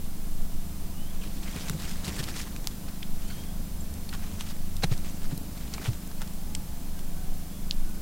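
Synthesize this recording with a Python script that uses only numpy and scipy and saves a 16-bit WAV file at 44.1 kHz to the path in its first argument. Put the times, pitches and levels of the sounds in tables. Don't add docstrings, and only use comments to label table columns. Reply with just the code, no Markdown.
import sys
import numpy as np
from scipy import signal
from scipy.fft import rfft, irfft, next_fast_len
from scipy.io import wavfile
from scipy.ndimage import uniform_filter1d, map_coordinates

SR = 44100
rng = np.random.default_rng(int(sys.argv[2]) if len(sys.argv) > 2 else 0)


def boost_factor(decibels):
    exponent = np.asarray(decibels, float) / 20
    return 10 ** exponent


def materialize(psi):
    bounded = np.clip(np.atleast_2d(psi).T, -1, 1)
    quanta = np.round(bounded * 32767).astype(np.int16)
    wavfile.write(sys.argv[1], SR, quanta)


N = 353373

# f/Hz, level per Hz/dB
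RUMBLE = [(25, -44), (50, 4), (80, -1), (115, -8.5), (190, -6.5), (260, -11), (400, -18.5), (700, -23.5),
          (1100, -30), (2000, -46.5), (4000, -69)]


def unit(x):
    return x / np.sqrt(np.mean(x ** 2) + 1e-20)


def curves(rows, edge=None):
    times, *columns = np.transpose(rows)
    return [np.interp(np.arange(N) / SR, times, column, edge, edge) for column in columns]


def wobble(rate):
    knots = rng.standard_normal(int(N * rate / SR) + 4)
    coarse = np.arange(0, N + 64, 64)
    smooth = map_coordinates(knots, [coarse * rate / SR])
    return np.interp(np.arange(N), coarse, smooth)


def coloured(x, spectrum):
    size = next_fast_len(N + 8192)
    hz, db = np.transpose(spectrum)
    log_hz = np.log(np.fft.rfftfreq(size, 1 / SR) + 1)
    gain = boost_factor(np.interp(log_hz, np.log(hz + 1), db, -120, -120))
    return unit(irfft(rfft(x, size) * gain, size)[:N])


def banded(x, centre_hz, octaves, top_hz=40000):
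    hz = np.fft.rfftfreq(len(x), 1 / SR) + 1
    bell = np.exp(-.5 * (np.log2(hz / centre_hz) / max(octaves, .02)) ** 2)
    bass_cut = 1 + (220 / hz) ** 4
    treble_cut = 1 + (hz / top_hz) ** 3
    return irfft(rfft(x) * bell / bass_cut / treble_cut, len(x))


def band_width(octaves, narrowing, hz):
    return octaves * (hz / 1000) ** -narrowing


def add(track, s, burst):
    part = track[max(round(s * SR), 0):][:len(burst)]
    part += burst[:len(part)]


def air():
    # t/s, level/dB
    gust_points = [(0.0, -26.5), (0.56, -21), (0.6, -33), (1.27, -25.5), (1.42, -31.5), (2.94, -31),
                   (3.14, -20), (3.21, -32.5), (4.43, -29.5), (4.54, -22.5), (5.21, -37.5), (5.26, -24),
                   (5.48, -33), (6.91, -29.5), (7.35, -20), (7.51, -38), (7.75, -19), (8.0, -25.5)]
    # f/Hz, level per Hz/dB
    sway_colour = [(4, -31), (8, -9.5), (11.5, 5), (15, -6.5), (22, -18.5)]
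    # f/Hz, level per Hz/dB
    buffet_colour = [(10, -11), (20, 2.5), (27, -4), (32, -12), (45, -17), (70, -25)]
    gust_db, = curves(gust_points)
    noise = rng.standard_normal((3, N))
    sway = boost_factor(gust_db - 0.4) * coloured(noise[0], sway_colour)
    buffet_db = -37 + .3 * (gust_db - gust_db.mean()) + 3 * wobble(4)
    buffeting = boost_factor(buffet_db) * coloured(noise[1], buffet_colour)
    rumble_db = -42.2 + .2 * wobble(3) + 0.72 * wobble(9)
    return sway + buffeting + boost_factor(rumble_db) * coloured(noise[2], RUMBLE)


def engine():
    # t/s, firings per second/Hz
    speed = [(0.0, 25.5), (2.94, 25.5), (4.17, 26.0), (6.73, 25.6), (8.0, 26.0)]
    # multiple of the firing rate, level/dB
    exhaust = [(3, -59), (5, -58), (6, -51.5), (7, -49), (8, -50.5), (9, -64.5), (10, -61.5), (11, -67),
               (12, -60), (23, -70.5), (26, -71), (27, -67)]
    # t/s, f/Hz, level/dB
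    drone = [(0, 77.1, -55), (2.4, 79, -52.5), (3, 82, -59), (4.5, 83, -49.5), (5.3, 83, -55.5),
             (6, 71.8, -57), (8, 67.6, -55)]
    firing_hz = curves(speed)[0] * (1 + .002 * wobble(4))
    turn = 2 * np.pi * np.cumsum(firing_hz) / SR
    out = np.zeros(N)
    for multiple, db in exhaust:
        waver = boost_factor(1.6 * wobble(3)) * np.exp(.3j * wobble(4))
        out += boost_factor(db + 3.5) * np.imag(waver * np.exp(1j * round(multiple) * turn))
    drone_hz, drone_db = curves(drone)
    drone_level = boost_factor(drone_db + 6.5 + 3.3 * wobble(3.96))
    return out + drone_level * np.sin(2 * np.pi * np.cumsum(drone_hz) / SR)


def whistles(calls, flutter_db, waver, bend):
    rise, fall, edge_db = 0.18, .5, -10
    out, flutter, smear = np.zeros(N), wobble(110), wobble(250)
    for k, (s, length, start_hz, glide, db) in enumerate(calls):
        t = np.arange(round(length * SR)) / SR
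        shape_db = np.interp(t / length, [0, rise, 1 - fall, 1], [edge_db, 0, 0, edge_db])
        age = np.clip(t / .12, .2, 1)
        own = slice(k * SR, k * SR + len(t))
        path_hz = start_hz + glide * length * (t / length) ** bend
        hz = path_hz * (1 + waver * age * smear[own])
        level_db = db + shape_db + 5.0 + flutter_db * age * flutter[own]
        add(out, s, boost_factor(level_db) * np.sin(2 * np.pi * np.cumsum(hz) / SR))
    return out


def bird():
    # t/s, length/s, start f/Hz, glide/(Hz/s), level/dB
    songs = [
        (.94, .25, 2870, 3300, -60),
        (3.24, .32, 3000, 1330, -60),
        (7.5, .16, 3330, 750, -66),
    ]
    # t/s, length/s, start f/Hz, glide/(Hz/s), level/dB
    fowl = [
        (6.47, .41, 850, 0, -64.5),
        (6.94, .09, 1590, -160, -64),
        (7.12, .22, 1510, -80, -67),
        (7.14, 0.47, 754, -49, -64),
        (7.76, .3, 1500, -60, -67),
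    ]
    out = whistles(songs[:1], flutter_db=3.5, waver=.035, bend=1.7)
    out += whistles(songs[1:], flutter_db=2.5, waver=.014, bend=.85)
    return out + whistles(fowl, flutter_db=4, waver=.03, bend=1)


def gritty(size, grain_db, patch_db):
    jumps = np.repeat(rng.standard_normal(size // 40 + 1), 40)[:size]
    z = signal.stft(rng.standard_normal(size) * boost_factor(grain_db * jumps), nperseg=128)[2]
    patches = uniform_filter1d(rng.standard_normal(z.shape), size=3, axis=0)
    patches = uniform_filter1d(patches, size=8, axis=1)
    return unit(signal.istft(z * boost_factor(patch_db * unit(patches)), nperseg=128)[1][:size])


def feet():
    # peak t/s, level/dB, rise/s, fall/s
    drags = [
        (1.65, -46.5, .55, .55),
        (2.18, -44, 0.34, .5),
        (3.38, -51.5, .35, .13),
        (4.34, -53, .6, .35),
        (5.07, -50, 0.32, .3),
        (5.77, -48, .25, .4),
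    ]
    # f/Hz, level per Hz/dB
    grit_colour = [(120, -16), (300, -4), (800, 2), (2000, 1), (4000, -0.5), (8000, -2), (12000, -12),
                   (16000, -11)]
    # t/s, level/dB, half length/s, centre f/Hz
    scuffs = [(1.241, -48.5, 0.024, 2260), (1.484, -47, .014, 1200), (1.564, -42.5, .022, 890),
              (1.611, -42, .015, 2810), (1.688, -44, 0.014, 2030), (1.818, -42.5, .026, 2800),
              (1.887, -43, .017, 2800), (1.915, -43, .011, 1560), (2.056, -38, .015, 2800),
              (2.084, -38, .011, 2000), (2.199, -35.5, .011, 3200), (2.291, -41.5, 0.019, 1920),
              (2.368, -38.5, .022, 2700), (2.41, -38.5, .02, 3400), (2.887, -49.5, .012, 1110),
              (3.221, -51, .011, 2220), (3.312, -47.5, .015, 1610), (4.141, -40.5, 0.012, 1500),
              (4.239, -47.5, .014, 1010), (4.41, -42, 0.017, 2280), (4.511, -41.5, .011, 2630),
              (4.925, -40.5, .015, 1460), (5.06, -55, .018, 1970), (5.24, -48, .024, 2120),
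              (5.315, -47.5, 0.013, 910), (5.855, -39.5, .016, 1200), (5.877, -39.5, .011, 1200),
              (6.222, -44.5, .014, 890), (6.99, -57, 0.014, 1850)]
    # t/s, level/dB, centre f/Hz
    stones = [(1.338, -55, 1060), (1.368, -51, 910), (1.434, -48, 1260), (1.734, -50, 2270),
              (1.849, -43.5, 2010), (2.165, -41, 5000), (2.236, -37, 2520), (2.473, -47, 1020),
              (2.715, -52, 2100), (3.285, -50, 6900), (4.27, -53, 960), (4.471, -48, 2294),
              (4.49, -48, 3500), (4.839, -29.5, 900), (5.577, -47.5, 2550), (5.615, -48.5, 2293),
              (5.677, -51, 1640), (5.745, -43, 2270), (5.822, -41, 820), (6.185, -54, 2070),
              (6.278, -56, 2050), (6.876, -59, 563), (7.175, -54, 770)]
    # t/s, peak level/dB, f/Hz, time to fall 60 dB/s
    thuds = [
        (1.26, -36, 116, 0.055),
        (1.556, -26, 174, .044),
        (1.697, -28, 138, 0.057),
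        (1.739, -25.5, 156, 0.062),
        (2.074, -25, 169, 0.071),
        (2.196, -30, 140, .065),
        (4.839, -19.5, 147, .043),
        (4.911, -18.5, 119.3, .064),
        (5.325, -24.5, 143, 0.036),
        (5.881, -17.5, 112, .075),
    ]
    t = np.arange(N) / SR
    drag = np.zeros(N)
    for s, db, rise, fall in drags:
        drag += boost_factor(db - 15.5 * np.maximum((s - t) / rise, (t - s) / fall))
    grit = coloured(gritty(size=N, grain_db=3, patch_db=3.0), grit_colour)
    out = drag * boost_factor(1.8 * wobble(30)) * grit
    out += drag * boost_factor(4.5) * coloured(rng.standard_normal(N), RUMBLE)

    stone_half_s = .008
    for s, db, half, hz in scuffs + [(s, db, stone_half_s, hz) for s, db, hz in stones]:
        reach = 2048 if half < .014 else 4096
        t = np.arange(-reach, reach) / SR
        side_s = max(half, .002) * np.where(t < 0, .9, 1)
        stroke = np.exp(-.6 * (t / side_s) ** 2)
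        grit = gritty(size=len(t), grain_db=3.9, patch_db=2.9)
        crunch = unit(banded(grit, hz, band_width(2.07, 0.29, hz), top_hz=15500))
        add(out, s + t[0], boost_factor(db) * stroke * crunch)

    t = np.arange(4096) / SR
    for s, db, hz, t60 in thuds:
        attack = (1 - np.exp(-t / .0052)) ** 2
        swell = boost_factor(-60 * t / t60) * attack
        thump = np.sin(2 * np.pi * hz * (t + 0.99 * t * t))
        crunch_db = -41 + .35 * (db + 25) - db
        crunch = boost_factor(crunch_db) * unit(banded(rng.standard_normal(len(t)), centre_hz=275, octaves=0.58))
        add(out, s, boost_factor(db) * swell / swell.max() * (thump + crunch))
    return out


def crack(db, hz, octaves, t60, echo_db):
    wall_s = 0.0105
    t = np.arange(4096) / SR
    splinters = boost_factor(-16.0 - 60 * t / 0.033)
    split = rng.standard_normal(len(t)) * (boost_factor(-60 * t / max(t60, .001)) + splinters)
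    split[0] = -5
    echo = rng.standard_normal(len(t)) * (t > wall_s) * boost_factor(echo_db - 60 * (t - wall_s) / 0.058)
    burst = banded(np.roll(split + echo, 128), hz, octaves)
    return boost_factor(db) * burst / np.abs(burst).max()


def coals():
    # t/s, peak level/dB, centre f/Hz, width/octaves, time to fall 60 dB/s
    pops = [(1.6972, -11, 3000, 3.2, .0088), (2.6722, -11.5, 5800, .55, 0.0021),
            (3.029, -30, 2990, .56, .017), (4.1275, -32, 1340, 0.83, .032), (4.8351, -15.5, 870, 2, 0.038),
            (5.7384, -18.5, 4650, .79, .008), (5.781, -27, 1140, .91, .012), (5.859, -27, 1850, 0.9, .013),
            (6.2177, -20, 3500, 2, .0078), (6.5506, -19, 4500, .85, 0.011),
            (7.7102, -10.5, 3700, .5, 0.0021)]
    # t/s, peak level/dB, centre f/Hz, time to fall
    # 60 dB/s
    small_pops = [(1.2746, -28, 1560, .0025), (1.4794, -31, 1500, .02), (1.5637, -22, 6400, .003),
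                  (1.6838, -24, 3740, .026), (1.9119, -27, 6330, .02), (2.0798, -25, 1760, .03),
                  (2.191, -26, 2340, .038), (2.563, -23.5, 3000, 0.009), (2.6437, -28.5, 1200, .009),
                  (3.4379, -31, 3470, .0079), (3.94, -27, 7180, .011), (4.0912, -27.5, 3000, .02),
                  (4.409, -19, 2430, .0097), (4.4664, -36, 2010, .022), (4.7668, -22, 5700, .0076),
                  (4.9264, -26, 1520, .0099), (4.9778, -27.5, 5000, .015), (5.0465, -33, 1910, .027),
                  (5.3772, -23.5, 9000, .013), (5.9325, -29, 2420, .016), (6.0752, -30, 9900, .014),
                  (6.115, -32, 1060, .025), (6.276, -30, 6000, .014), (6.3355, -32, 8600, .025),
                  (6.9918, -31, 5110, .013)]
    # t/s, peak level/dB,
    # f/Hz, width/octaves, time to fall 60 dB/s
    tinks = [(1.215, -41, 2900, 0.2, 0.2), (1.235, -45, 2450, .06, .08), (6.218, -33, 900, .7, .02),
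             (5.8, -36, 330, .3, .06), (2.6722, -20, 14500, .25, .002), (6.5507, -21, 7800, .12, .009),
             (3.029, -33.5, 3250, .08, .03), (3.302, -42, 4300, .08, .05),
             (3.302, -43.5, 1470, 0.085, 0.062), (3.806, -38, 7500, .04, .03),
             (4.091, -37, 4300, 0.051, .03), (4.824, -29, 2200, 1, 0.039), (4.836, -25, 460, 0.32, 0.016),
             (4.836, -28.5, 724, 0.11, 0.022), (4.834, -21.5, 4050, .08, 0.045),
             (5.376, -38.5, 4300, 0.14, .015), (2.6722, -21, 1100, 1.3, 0.0026),
             (6.5503, -23, 5000, .25, .008), (7.7105, -30, 6600, .1, 0.0052), (5.325, -34, 270, .1, 0.055),
             (3.024, -40.5, 2200, 0.17, .03), (4.13, -35, 1330, 0.14, 0.055),
             (5.739, -29.5, 4400, 0.11, .012), (1.475, -42, 2100, 0.1, 0.051)]
    lead_s = .0027
    out = np.zeros(N)
    smaller = [(s, db, hz, band_width(1.98, 0.43, hz), t60) for s, db, hz, t60 in small_pops]
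    for s, db, hz, octaves, t60 in pops + smaller:
        echo_db = -22 - 6 * max(np.log2(hz / 3000), 0)
        add(out, s - lead_s, crack(db, hz, octaves, t60, echo_db))
    for s, db, hz, octaves, t60 in tinks:
        add(out, s - lead_s, crack(db, hz, octaves, t60, echo_db=-42))
    return out


def scene():
    mono = air() + engine() + bird() + feet() + coals()
    return np.array([mono, mono])


def roll_off(x):
    return signal.sosfilt(signal.butter(12, 16660, fs=SR, output="sos"), x)


def record(dry):
    # f/Hz, level per Hz/dB
    hiss_colour = [(300, -30), (700, 3.5), (2000, -2), (5000, -1.5), (10000, -0.5), (14800, 0), (16000, -2)]
    # f/Hz, level per Hz/dB
    apart_colour = [(200, -60), (340, -3.5), (500, -2), (1500, -5.5), (4000, -3), (8000, -2.2),
                    (11000, -1.5), (15800, -2)]
    top_hz = 15880
    common = boost_factor(-49) * coloured(rng.standard_normal(N), hiss_colour)
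    apart = boost_factor(-59.4) * coloured(rng.standard_normal(N), apart_colour)
    size = next_fast_len(N)
    spectrum = rfft(dry + [common + apart, common - apart], size)
    spectrum = spectrum * (np.fft.rfftfreq(size, 1 / SR) < top_hz)
    return roll_off(irfft(spectrum, size)[:, :N])


dry = scene()
out = record(dry)
materialize(out)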